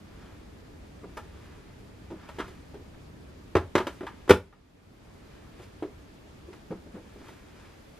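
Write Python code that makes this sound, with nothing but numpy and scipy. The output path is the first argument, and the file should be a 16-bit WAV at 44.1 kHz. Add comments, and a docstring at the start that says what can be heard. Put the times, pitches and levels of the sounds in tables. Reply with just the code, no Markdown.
"""Flat cardboard palettes are picked up, set down and pushed about in a wooden drawer.
Each impact excites the bending modes of the thin drawer bottom and cracks at the card's edge; heavy
landings also make the cabinet boom. Between the knocks, sliding fingers and card give friction noise.
The room is quiet and soft, with a low rumble. A small recorder with two close ports clips the
loudest blow and turns its gain down for a moment after it."""
import sys
import numpy as np
from scipy import signal
from scipy.fft import rfft, irfft
from scipy.io import wavfile
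from scipy.ndimage import uniform_filter1d, minimum_filter1d

SR = 44100
rng = np.random.default_rng(int(sys.argv[2]) if len(sys.argv) > 2 else 0)


def log_audio(samples):
    """Write samples as a 16-bit WAV file to the path given in sys.argv[1]."""
    # one column per channel
    frames = np.atleast_2d(samples).T
    # limit to full scale, then quantise
    limited = np.clip(frames, -1, 1)
    pcm = np.round(limited * 32767).astype(np.int16)
    wavfile.write(sys.argv[1], SR, pcm)


N = 352396

# Spectral density of the background noise: f/Hz, relative level/dB
BACKGROUND_SPECTRUM = [(12, -38), (20, -10), (76, 1), (136, -6.5), (250, -6), (321, -7.5), (698, -18),
                       (1650, -23), (1840, -23.5), (2500, -26.5), (3900, -30), (5290, -33), (11500, -44),
                       (14000, -44.5), (15200, -64)]
# Correlation of the background between the ports: f/Hz, coefficient
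PORT_CORRELATION = [(60, 1), (150, 0.92), (380, 0.099), (940, 0), (2350, 0), (5890, 0.23), (14800, 0.82)]
# Ebb of the low rumble: t/s, relative level/dB
RUMBLE_EBB = [(0, 2), (3.2, 2), (5.001, -1), (7.001, -1.4), (7.99, -4)]
# Strokes of card and fingers: peak t/s, level/dB, time to swell or fade by 10 dB/s, tilt/(dB/octave)
# (times below 0.01 s count as 0.01 s)
STROKES = [(.24, -49, .13, -6.5), (1.19, -64.5, 0.7, -0.5), (1.45, -53, 0.32, -6), (1.85, -67, -0.2, -2),
           (2.24, -50.5, .065, -9), (2.37, -62, 0.06, -2), (2.45, -48.5, 0.1453, -4),
           (2.95, -53, -0.85, -12), (3.93, -57.5, 0.1, 2), (4.1, -66, 0.27, -3), (4.24, -60, 0.68, -6),
           (5.05, -60.5, -0.87, -3.5), (5.39, -57, 0.3, -5.5), (5.63, -49.5, 0.05, -3),
           (6.56, -61, 0.1, -2), (6.95, -58, -0.14, -4), (7.26, -50.5, 0.2, -4.5), (7.63, -52.5, 0.12, -7),
           (7.81, -67.5, 0.5, 6), (7.98, -55, -0.8, -4.5)]
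# Spectral density of the friction noise: f/Hz, relative level/dB
FRICTION_SPECTRUM = [(150, -16), (400, -6.5), (1000, -1.5), (1900, 2), (3000, -2), (5000, -5), (14000, -15)]
# Impacts: t/s, peak level/dB, favoured f/Hz, crack level re knock/dB, crack tilt/(dB/octave), rise time/s
IMPACTS = [(1.032, -36.5, 244, -7.5, -5, .0073), (1.169, -28.5, 890, -8.5, 4.5, 0.0031),
           (2.102, -35, 480, -13, 3.5, .0045), (2.117, -29.5, 243, -32, -2, 0.0045),
           (2.287, -34.5, 820, -5, 3, .0017), (2.384, -28, 326, -3, 1, 0.0065),
           (2.4, -28, 640, 1.5, -0.5, 0.00091), (2.479, -42, 290, -0.5, 4, 0.0019),
           (2.740, -35.5, 333, -15, 2, 0.0025), (2.796, -43, 330, -22.5, -6, 0.0033),
           (3.553, -8.5, 430, -4.5, -2, 0.00051), (3.558, -15.5, 330, -14, -0.5, 0.0021),
           (3.566, -15.5, 353, -7.5, 0, 0.00058), (3.753, -8.5, 470, -5, 0.5, 0.00064),
           (3.778, -16.5, 594, -4, 1, 0.0014), (3.803, -21.5, 594, -9, 0.5, 0.0011),
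           (3.869, -23.5, 520, 1, 1.5, 0.00019), (4.008, -29, 400, -6, -2.5, 0.00048),
           (4.031, -32, 460, -9, -1, 0.0012), (4.067, -34, 1600, 3.5, 0, .0004),
           (4.278, -30, 480, -3.5, 0, .001), (4.292, -22.5, 889, 6, 4, .0024),
           (4.296, -7, 418, -3, 2, 0.00011), (4.306, 3, 340, -7.5, 1, .0005),
           (4.323, -15, 397, -4, 1, .0009), (4.34, -20.5, 381, -11, 5, .002),
           (4.525, -41.5, 1302, -5, -0.5, .0008), (5.587, -40, 400, -11, 3, 0.018),
           (5.824, -22, 368, -16.5, -2.5, 0.0016), (5.85, -38, 395, -27, 4, 0.0015),
           (6.481, -38, 357, -34, 0, 0.0053), (6.528, -43.5, 393, 2, 2.5, 0.0021),
           (6.705, -26, 230, -15.5, -7.5, 0.013), (6.861, -38.5, 242, -36, 3, .0051),
           (6.941, -33.5, 217, -12.5, -3.5, 0.0091), (6.964, -37, 293, -14, -4, 0.0065),
           (7.158, -39.5, 261, -31, -13, 0.0028), (7.206, -42.5, 298, -8, -8, 0.0025),
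           (7.280, -41, 490, -2.5, 4, 0.0052)]
# Modes of the drawer bottom: f/Hz, relative level/dB, T60/s
DRAWER_MODES = [(185, -0.5, 0.13), (260, -11, 0.029), (317, -8.5, 0.085), (373.7, 2, 0.045),
                (463, -9, 0.051), (575, -8.5, 0.038), (642, -14, 0.093), (847, -10, 0.045),
                (943, -10.5, 0.036), (990, -9, 0.012), (1227, -10, 0.045), (1332, -12.5, 0.05),
                (1665, -7, 0.017), (1825, -11.5, 0.026), (1760, -17, .03), (2320, -20.5, 0.028),
                (2900, -11, .03), (3345, -15, .03)]
# Spectral density of the edge crack: f/Hz, relative level/dB
CRACK_SPECTRUM = [(530, -37), (900, -0.5), (1720, -9), (2750, -16), (3530, -18.5), (4160, -25),
                  (4570, -26.5), (11400, -43.5), (15000, -47)]
# Landings whose weight shakes the cabinet: t/s, peak level/dB
LANDINGS = [(3.553, -21), (3.756, -31), (4.295, -24.5), (4.305, -17.5)]
# Difference between the ports: f/Hz, side level re mid/dB
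PORT_DIFFERENCE = [(100, -33), (500, -43.5), (1500, -16.5), (4000, -6), (8000, 3), (13000, 6.5)]
# Spectrum returned by the walls: f/Hz, relative level/dB
WALL_SPECTRUM = [(100, 0), (400, -4.5), (1200, 0), (3000, -2), (12000, 2.5)]
# Reverberation time of the room: f/Hz, T60/s
REVERB_TIMES = [(60, 0.37), (250, 0.27), (1000, 0.22), (4000, 0.22), (14000, 0.25)]


def from_db(db):
    """Amplitude ratio of a level in decibels."""
    return 10 ** (np.asarray(db) / 20)


def unit_rms(x):
    """Normalisation to a root mean square of 1."""
    return x / np.sqrt(np.mean(x ** 2) + 1e-20)


def at_hz(table, hz):
    """Interpolation of a table on a logarithmic frequency axis."""
    table_hz, values = np.transpose(table)
    return np.interp(np.log(hz), np.log(table_hz), values)


def drift(corner_hz):
    """Slow random fluctuation: low-passed noise with an rms near 1."""
    step, run_in = 40, 2000
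    pole = np.exp(-2 * np.pi * corner_hz * step / SR)
    noise = rng.standard_normal(N // step + run_in + 2)
    slow = signal.lfilter([1], [1, -2 * pole, pole * pole], noise)[run_in:]
    return np.interp(np.arange(N) / step, np.arange(len(slow)), unit_rms(slow))


def resonator(force, hz, t60):
    """Damped harmonic oscillator: a unit impulse starts a decaying sine of amplitude about 1."""
    decay, angle = from_db(-60 / (t60 * SR)), 2 * np.pi * hz / SR
    return signal.lfilter([0, np.sin(angle)], [1, -2 * decay * np.cos(angle), decay ** 2], force + 1e-18)


def bands(pair):
    """Half-octave filter bank: yields (centre f/Hz, band), taking the two input rows in turn."""
    edges = 20 * 2 ** np.arange(0, 10, .5)
    for k, (low, high) in enumerate(zip(edges, edges[1:])):
        bandpass = signal.butter(2, [low, high], "band", fs=SR, output="sos")
        yield np.sqrt(low * high), signal.sosfilt(bandpass, pair[k % 2])


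def background_noise():
    """Partial coherence: house rumble and microphone hiss, most alike at the two ports in the bass."""
    level_db, rumble_top_hz = -49, 220
    ebb_db = np.interp(np.arange(N) / SR, *np.transpose(RUMBLE_EBB))
    out = 0
    for hz, (mid, side) in bands(rng.standard_normal((2, 2, N))):
        alike = np.clip(at_hz(PORT_CORRELATION, hz), -1, 1)
        band_db = at_hz(BACKGROUND_SPECTRUM, hz) + 0.82 * drift(12)
        gain = from_db(band_db + ebb_db / (1 + (hz / rumble_top_hz) ** 2))
        out = out + gain * (np.sqrt(1 + alike) * mid + np.sqrt(1 - alike) * side * [[1], [-1]])
    return from_db(level_db) * unit_rms(out)


def card_rubbing():
    """Sliding friction: dense uneven slips of card on paint, coloured by the grip of all strokes, each weighed
    by its loudness."""
    t = np.arange(N) / SR
    envelope, weighted_tilt = np.full(N, 1e-9), np.zeros(N)
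    for peak_s, db, fade_s, stroke_tilt in STROKES:
        stroke = from_db(db - 10 * np.abs(t - peak_s) / max(fade_s, .01))
        envelope += stroke
        weighted_tilt += stroke * stroke_tilt
    tilt = weighted_tilt / envelope
    slips = rng.standard_normal((2, N)) * from_db(0.95 * drift(90) + 0.73 * drift(16))
    out, grip_from_hz = 0, 1100
    for hz, band in bands(slips):
        if hz > 150:
            grip_db = tilt * np.log2(max(hz, grip_from_hz) / 2000)
            out = out + from_db(at_hz(FRICTION_SPECTRUM, hz) + grip_db) * band
    return envelope * out


def drawer_bottom(force, favoured_hz, crack_db):
    """Modal superposition: a contact drives most the modes near a pitch set by its size and place."""
    # a padded contact, with little crack, reaches fewer modes
    reach_octaves = min(0.58 * from_db(0.36 * (crack_db + 10)), .75)
    variations = from_db(rng.normal(0, 1.7, len(DRAWER_MODES)))
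    vibration = 0
    for (hz, db, t60), variation in zip(DRAWER_MODES, variations):
        weight = from_db(db - 5.3 * (np.log2(hz / favoured_hz) / reach_octaves) ** 2)
        vibration = vibration + weight * variation * resonator(force, hz, t60)
    radiation = signal.butter(2, 334, "high", fs=SR)  # a small panel radiates little deep bass
    return signal.lfilter(*radiation, vibration)


def edge_crack(t, chatter_envelope, rise_s, tilt):
    """Broadband contact transient: a snap, weaker for a softer contact, and then the card's chatter."""
    size, lead = len(t), 64  # the lead leaves room for the filter's pre-ringing
    hz = np.arange(1, size // 2 + 2) * SR / size
    snap = 0.00013 / rise_s * np.exp(-t / 0.00048)
    grit = rng.standard_normal(size) * (chatter_envelope + snap)
    colour = from_db(at_hz(CRACK_SPECTRUM, hz) + tilt * np.log2(hz / 1000))
    crack = irfft(rfft(np.roll(grit, lead)) * colour, size)
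    return np.roll(crack, -lead) * (t < .2)


def knocks():
    """Impact excitation: a force pulse and its dying chatter sound the drawer bottom and the edge."""
    longest_settle_s, halved_at_db, span_db = .028, -24.5, 24.5
    size = SR // 4
    t, out = np.arange(size) / SR, np.zeros(N + size)
    for start_s, db, favoured_hz, crack_db, tilt, rise_s in IMPACTS:
        looseness = 1 / (1 + 2 ** ((db - halved_at_db) / span_db))  # a harder blow seats the card sooner
        settle_s = max(longest_settle_s * looseness, .001)
        chatter_envelope = np.exp(-t / settle_s) * (1 - np.exp(-t / rise_s))
        chatter = 0.14 * looseness * rng.standard_normal(size) * chatter_envelope
        pulse = t * np.exp(-t / (.0001 + 0.098 * rise_s))  # soft contacts push longer
        body = drawer_bottom(pulse / pulse.sum() + chatter, favoured_hz, crack_db)
        crack = edge_crack(t, chatter_envelope, rise_s, tilt)
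        knock = body / np.abs(body).max() + from_db(crack_db) * crack / np.abs(crack).max()
        start = round(start_s * SR)
        out[start:start + size] += from_db(db) * knock
    return out[:N]


def cabinet_thumps():
    """Resonance: one low cabinet mode booms briefly under heavy landings and radiates little below it."""
    mode_hz, t60_s = 88.6, 0.12
    t, blows = np.arange(SR // 2) / SR, np.zeros(N)
    force = np.exp(-t / 0.0009) * np.cos(2 * np.pi * mode_hz * t)
    radiation = signal.butter(2, 65, "high", fs=SR, output="sos")
    thump = signal.sosfilt(radiation, resonator(force, mode_hz, t60_s))
    for start_s, db in LANDINGS:
        blows[round(start_s * SR)] = from_db(db)
    return signal.fftconvolve(blows, thump / np.abs(thump).max())[:N]


def at_ports(x):
    """Diffraction: the recorder's body shadows and scatters short waves, so the ports differ in treble."""
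    hz = np.arange(1, len(x) // 2 + 2) * SR / len(x)
    phase_walk = np.cumsum(rng.uniform(0, 2, 24) * np.arange(24) / 8)
    phase = np.interp(hz, np.linspace(0, SR / 2, 24), phase_walk)
    scatter = 1j * np.sqrt(2) * np.cos(phase)
    side = irfft(rfft(x) * from_db(at_hz(PORT_DIFFERENCE, hz)) * scatter, len(x))
    return np.array([x + side, x - side])


def reverberation(x):
    """Diffuse reflection: dense echoes decay exponentially band by band, nearly alike at both ports."""
    t = np.arange(SR // 2) / SR
    build_up = 1 - np.exp(-t / 0.0058)
    echoes = build_up * sum(from_db(at_hz(WALL_SPECTRUM, hz) - 60 * t / at_hz(REVERB_TIMES, hz)) * band
                            for hz, band in bands(rng.standard_normal((2, 2, len(t)))))
    mid, side = echoes / np.sqrt(np.sum(echoes[0] ** 2))
    side = from_db(-6) * signal.lfilter([1, -1], [1, -.6], side)  # the bass is common to both ports
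    return signal.fftconvolve(x[None], np.array([mid + side, mid - side]), axes=1)[:, :N]


def scene():
    """Superposition of the direct sound, its reverberation and the background noise."""
    handling = knocks() + cabinet_thumps() + card_rubbing()
    return at_ports(handling) + from_db(-10.5) * reverberation(handling) + background_noise()


def record(dry):
    """Automatic gain control and saturation: gain dips after loud blows; peaks clip; the top is cut."""
    threshold_db, cut_share, hold_s, release_db_per_s, smooth_s = -14, 0.82, 0.3, 20.5, 0.095
    ceiling, cutoff_hz = .98, 15300
    power = uniform_filter1d(np.mean(dry ** 2, axis=0), size=SR // 100)
    cut_db = cut_share * np.maximum(10 * np.log10(power + 1e-12) - threshold_db, 0)
    hold = int(hold_s * SR)
    held_db = -minimum_filter1d(-cut_db, size=hold, origin=(hold - 1) // 2, mode="nearest")
    ramp_db = release_db_per_s * np.arange(N) / SR
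    released_db = np.maximum.accumulate(held_db + ramp_db) - ramp_db
    pole = np.exp(-1 / (smooth_s * SR))
    ducked = dry * from_db(-signal.lfilter([1 - pole], [1, -pole], released_db))
    clipped = ducked / (1 + np.abs(ducked / ceiling) ** 4) ** .25
    return signal.sosfilt(signal.cheby2(16, 70, cutoff_hz, fs=SR, output="sos"), clipped)


dry = scene()
out = record(dry)
log_audio(out)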